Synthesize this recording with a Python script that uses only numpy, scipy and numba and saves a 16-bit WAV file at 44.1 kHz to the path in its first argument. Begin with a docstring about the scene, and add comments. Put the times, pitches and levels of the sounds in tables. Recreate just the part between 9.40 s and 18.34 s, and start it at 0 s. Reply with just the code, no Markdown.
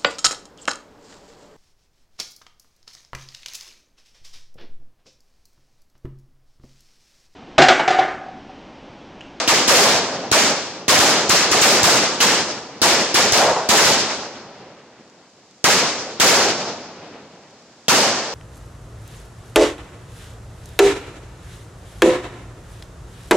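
"""A chain of heavy firecrackers is already going off at night in a clearing between a house and tall trees.
Each shock wave overloads a small camera's two microphones, which flatten it into a harsh, held crash.
Within hundredths of a second a ribbed surface adds a brief falling sweep; dense scatter from the trees
rings on, and a long low roll returns from far away. After four and a half seconds the bangs thin out,
and the fuse hisses in the gaps between the last few."""
import sys
import numpy as np
from scipy import signal
from scipy.fft import rfft, irfft, next_fast_len
from scipy.io import wavfile
from numba import njit

SR = 44100
rng = np.random.default_rng(int(sys.argv[2]) if len(sys.argv) > 2 else 0)


def materialize(psi):
    """Save the field psi as 16-bit PCM at rate SR to the path in sys.argv[1].

    A 1-D psi becomes a single channel; in a 2-D psi each row is a channel.
    """
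    bounded = np.clip(np.atleast_2d(psi).T, -1, 1)
    quanta = np.round(bounded * 32767).astype(np.int16)
    wavfile.write(sys.argv[1], SR, quanta)


N = 394254
SIZE = next_fast_len(N + 8192)
FREQ = np.arange(SIZE // 2 + 1) * SR / SIZE
TIME = np.arange(N) / SR

# noise spectrum of the burning fuse and night air: f/Hz, spectral density level/dB
HISS_SPECTRUM = [(30, -93), (130, -91), (600, -104), (1500, -108.5), (3300, -108), (5000, -103.8),
                 (7000, -109), (9000, -124.5), (12000, -132.5), (16000, -140)]
# reverberation of the surroundings: f/Hz, tree scatter level/dB, tree T60/s, far roll level/dB
ECHO_BANDS = [(35, -47.5, 1.36, -71.5), (80, -48, 1.27, -60), (172, -42, 1.08, -58),
              (322, -44.5, 1.16, -65), (624, -49.5, 1.244, -70), (1074, -48, 1.074, -76),
              (1920, -45.5, 0.79, -79.5), (3700, -48.5, 0.87, -85.5), (5090, -46.5, 0.91, -89),
              (7200, -54.5, 0.76, -114), (8260, -62.5, 0.67, -112), (10930, -78, .59, -130),
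              (15000, -91, .45, -145)]
# low reflections from the house and the edge of the wood: delay/s, level over the scatter/dB, spread/s
REFLECTIONS = [(.038, 4, 0.0046), (.056, 8, 0.0032), (.122, 3, 0.013), (.196, 1.5, 0.02),
               (.275, -4.5, 0.017)]
# one row per firecracker: t/s, level/dB, low boom over the crack/dB
BLASTS = [(-.23, -3, 6.5), (0.0768, -2, 2), (0.2775, 7.5, 7.5), (0.369, -2.5, 2), (0.9149, 0, 4),
          (1.481, 4.2, 3.4), (1.589, -2.1, 6), (1.8935, -.7, 3), (2.1148, -4.5, 7), (2.2149, 2, 5),
          (2.43, 3, 3.5), (2.8039, -1.5, 3), (3.4168, .8, 4.3), (3.7429, -3, 3.5), (3.921, -6, 7.5),
          (3.974, -13, 23.5), (4.2892, 0.5, 8), (4.3711, -2.5, 3), (4.4536, -5, -1.5), (6.2411, 0, 2.5),
          (6.7993, 4, 5), (6.875, -10, 6.5), (8.4827, 0, 5.5)]
# treble difference between the two microphone ports: f/Hz, left minus right level/dB
PORT_DIFFERENCE = [(100, -.2), (2400, 0.1), (4400, 4), (6000, -0.5), (8100, -16), (11000, -10), (15000, -1)]
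# frequency response of the camera after the overload: f/Hz, gain/dB
CAMERA_RESPONSE = [(50, -7), (500, 1.5), (1500, 0.5), (3300, 0), (5000, 1.5), (7000, 3), (9000, -1),
                   (12000, -2), (16000, -5.5)]


def undb(db):
    """Decibel law: 20 dB is a tenfold amplitude."""
    return 10 ** (np.asarray(db) / 20)


def over_freq(points):
    """Interpolation of (f/Hz, value) points on a logarithmic frequency axis."""
    hz, value = np.transpose(points)
    return np.interp(np.log(FREQ + 1), np.log(hz), value)


def minimum_phase(db):
    """Causality: a minimum-phase response of the given gain lets nothing sound ahead of a shock."""
    cepstrum = irfft(np.log(undb(db)), SIZE)
    cepstrum[1:SIZE // 2] *= 2
    cepstrum[SIZE // 2 + 1:] = 0
    return np.exp(rfft(cepstrum))


def wander(t, rate):
    """Random modulation: Gaussian values, `rate` a second, joined by lines."""
    knots = rng.standard_normal(4096)
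    return np.interp(t * rate, np.arange(len(knots)), knots)


def left_delay(lag_s=.00006):
    """Path difference: sound from the firecrackers reaches the left port later, a linear phase lag."""
    return np.exp(-2j * np.pi * FREQ * lag_s)


def diffuse_field(frontal=0.077, port_gap_m=0.037, sound_speed=343):
    """Spatial coherence: spectra of white noise at two close ports, which long waves reach alike."""
    coherence = frontal * left_delay() + (1 - frontal) * np.sinc(2 * FREQ * port_gap_m / sound_speed)
    right, independent = rfft(rng.standard_normal((2, SIZE))) * np.sqrt(SR / 2)
    left = coherence * right + np.sqrt(np.maximum(1 - np.abs(coherence) ** 2, 0)) * independent
    return np.array([left, right])


def fuse(spark_db=17, spark_spread_db=4.0, spark_low_hz=9000, count=220, rise_db_per_s=1.21):
    """Combustion noise: a faint, growing hiss over the night air, with ticks of sparks and scraps."""
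    ticks = np.zeros(SIZE)
    tick_db = spark_db + spark_spread_db * np.minimum(rng.exponential(size=count), 4)
    ticks[rng.integers(0, N, count)] = undb(tick_db) * np.sqrt(SR / 2)
    sparks = rfft(ticks) * 1j * FREQ / (spark_low_hz + 1j * FREQ)
    spectrum = (diffuse_field() + sparks) * undb(over_freq(HISS_SPECTRUM))
    return irfft(spectrum, SIZE)[:, :N] * undb(rise_db_per_s * TIME)


def bell(x, centre, spread):
    """Gaussian curve with a peak of one."""
    return np.exp(-.5 * ((x - centre) / spread) ** 2)


def decay(age, t60):
    """Exponential reverberant decay: power falls by 60 dB in t60 seconds."""
    return 10 ** (-6 * age / t60)


def far_roll(age, build_s=.07, t60=3.86, swell_db=-2, swell_delay_s=0.88, swell_spread_s=0.08):
    """Long-path reflection: power envelope of the roll from distant slopes, one adding a soft swell."""
    swell = undb(2 * swell_db) * bell(age, swell_delay_s, swell_spread_s)
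    return (1 - np.exp(-age / build_s)) * decay(age, t60) * (1 + swell)


def low_reflections(age, onset_s=.031, early_db=-7):
    """Discrete reflection: the house and the wood's edge return low-frequency power late, in lumps."""
    lumps = sum(undb(2 * db) * bell(age, delay, spread) for delay, db, spread in REFLECTIONS)
    return np.where(age < onset_s, undb(2 * early_db), 1) + lumps


def echoes(build_s=0.0053, near_db=5, near_t60=0.63, t60_growth_per_s=0.028, roll_db=4.5, low_hz=900,
           boom_hz=538, octaves_per_db=.020, boom_octaves=0.54, flicker_db=2.0, flicker_hz=28):
    """Multiple scattering: returns from near trunks, the wood behind and far slopes add in power."""
    t = TIME[::32]
    start, blast_db, boom_db = np.transpose(BLASTS)[:, :, None]
    boom_centre = boom_hz * 2 ** (octaves_per_db * boom_db)
    age = np.maximum(t - start, 0)
    build = (1 - np.exp(-age / build_s)) ** 2
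    trunks = undb(2 * near_db) * decay(age, near_t60)
    far, lumps = far_roll(age), low_reflections(age)
    noise, out = diffuse_field(), np.zeros((2, N))
    centres = [row[0] for row in ECHO_BANDS]
    shared_flicker = wander(t, flicker_hz)
    for (hz, trees_db, t60, far_db), band_weights in zip(ECHO_BANDS, np.eye(len(ECHO_BANDS))):
        # a slower-burning charge puts more of its energy into a low boom
        strength = undb(blast_db + boom_db * bell(np.log2(hz / boom_centre), 0, boom_octaves))
        wood = decay(age, t60 * (1 + t60_growth_per_s * start))  # later bangs ring a little longer
        trees = undb(2 * trees_db) * build * (trunks + wood)
        low_share = 1 / (1 + (hz / low_hz) ** 4)
        scatter = strength ** 2 * trees * (1 - low_share + low_share * lumps)
        roll = undb(2 * (blast_db + roll_db + far_db)) * far
        flicker = undb(flicker_db * (.5 * shared_flicker + 0.59 * wander(t, flicker_hz)))
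        envelope = np.sqrt(np.sum(scatter + roll, axis=0)) * flicker
        band = irfft(noise * over_freq(list(zip(centres, band_weights))), SIZE)[:, :N]
        out += band * np.interp(TIME, t, envelope)
    return out


def rib_sweeps(start_hz=1750, fall_s=.058, begin_s=0.0093, end_s=.066, edge_s=0.0034, smear_hz=650,
               sweep_db=-8.5, db_per_boom_db=-0.65):
    """Repetition pitch: ribs return each shock in turn, ever further apart, as a rough falling sweep."""
    out = np.zeros(N)
    t = np.arange(SR // 10) / SR
    phase = 2 * np.pi * start_hz * fall_s * (1 - np.exp(-t / fall_s))
    gate = (np.tanh((t - begin_s) / edge_s) - np.tanh((t - end_s) / edge_s)) / 2
    for start, db, boom_db in BLASTS:
        tone = wander(t, smear_hz) * np.sin(phase) + wander(t, smear_hz) * np.cos(phase)
        gain = undb(db + sweep_db + db_per_boom_db * boom_db)  # a sharper crack has a clearer sweep
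        i = int(start * SR)
        if i >= 0:
            out[i:i + len(t)] += gain * (gate * tone)[:N - i]
    return out


def shocks(push_db=11, push_s=.0017, bounce_db=-5, spread_s=.009, arrivals=5,
           ring_db=31, ring_s=.00022, ring_range_hz=(2800, 7200)):
    """Blast waves: a sudden overpressure, then slower suction, reflected by the ground and house wall."""
    out = np.zeros(N)
    t = np.arange(SR // 20) / SR
    for (start, db, _), paths in zip(BLASTS, rng.random((len(BLASTS), arrivals, 2))):
        for k, (place, width) in enumerate(paths):
            lag = (k > 0) * (0.0017 + spread_s * place * k / arrivals)  # k = 0 is the direct path
            length = push_s * (0.74 + 0.39 * width)
            blast = undb(push_db) * (1 - t / length) * np.exp(-t / length)
            # the steep front rings the microphone port
            ring_hz = np.interp(width, [0, 1], ring_range_hz)
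            ring = undb(ring_db) * np.sin(2 * np.pi * ring_hz * t) * np.exp(-t / ring_s)
            i = int((start + lag) * SR)
            if i >= 0:
                out[i:i + len(t)] += undb(db + bounce_db * np.sqrt(k)) * (blast - ring)[:N - i]
    return out


def scene():
    """Superposition: frontal and diffuse pressure add at two ports, each with its own treble colour."""
    frontal = rfft(shocks() + rib_sweeps(), SIZE)
    pressure = np.array([frontal * left_delay(), frontal]) + rfft(echoes() + fuse(), SIZE)
    ports = np.array([minimum_phase(side * over_freq(PORT_DIFFERENCE) / 2) for side in (1, -1)])
    return irfft(pressure * ports, SIZE)[:, :N]


@njit
def follow(x, attack, release):
    """Envelope detection: a level that rises fast and sinks slowly."""
    out, level = np.empty(len(x)), x.max() / 2
    for i in range(len(x)):
        level += (x[i] - level) * (attack if x[i] > level else release)
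        out[i] = level
    return out


def record(dry, ceiling_db=-11, hardness=12, low_cut_hz=360, rumble_db=-6, rumble_band_hz=(105, 480),
           attack_s=.003, release_s=1.76, threshold=.3, squeeze=.55, top_hz=16000):
    """Saturation flattens each bang; a low cut, the camera's tone, gain control and a top cut follow."""
    drive = dry / undb(ceiling_db)
    saturated = drive / (1 + np.abs(drive) ** hardness) ** (1 / hardness)
    low_cut = 1j * FREQ / (low_cut_hz + 1j * FREQ)
    tone = minimum_phase(over_freq(CAMERA_RESPONSE))
    sound = irfft(rfft(saturated, SIZE) * low_cut * tone, SIZE)[:, :N]
    # the overload is asymmetric: each channel rectifies a little of its crash into a rumble
    rumble_band = signal.butter(2, rumble_band_hz, "bandpass", fs=SR, output="sos")
    sound = sound + undb(rumble_db) * signal.sosfilt(rumble_band, sound ** 2)
    level = follow(np.abs(saturated).max(axis=0), 1 / (attack_s * SR), 1 / (release_s * SR))
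    sound = sound * undb(ceiling_db) / np.maximum(level, threshold) ** squeeze
    top_cut = signal.ellip(10, .2, 80, top_hz, fs=SR, output="sos")
    return signal.sosfilt(top_cut, np.clip(sound, -1, 1))


dry = scene()
out = record(dry)
materialize(out)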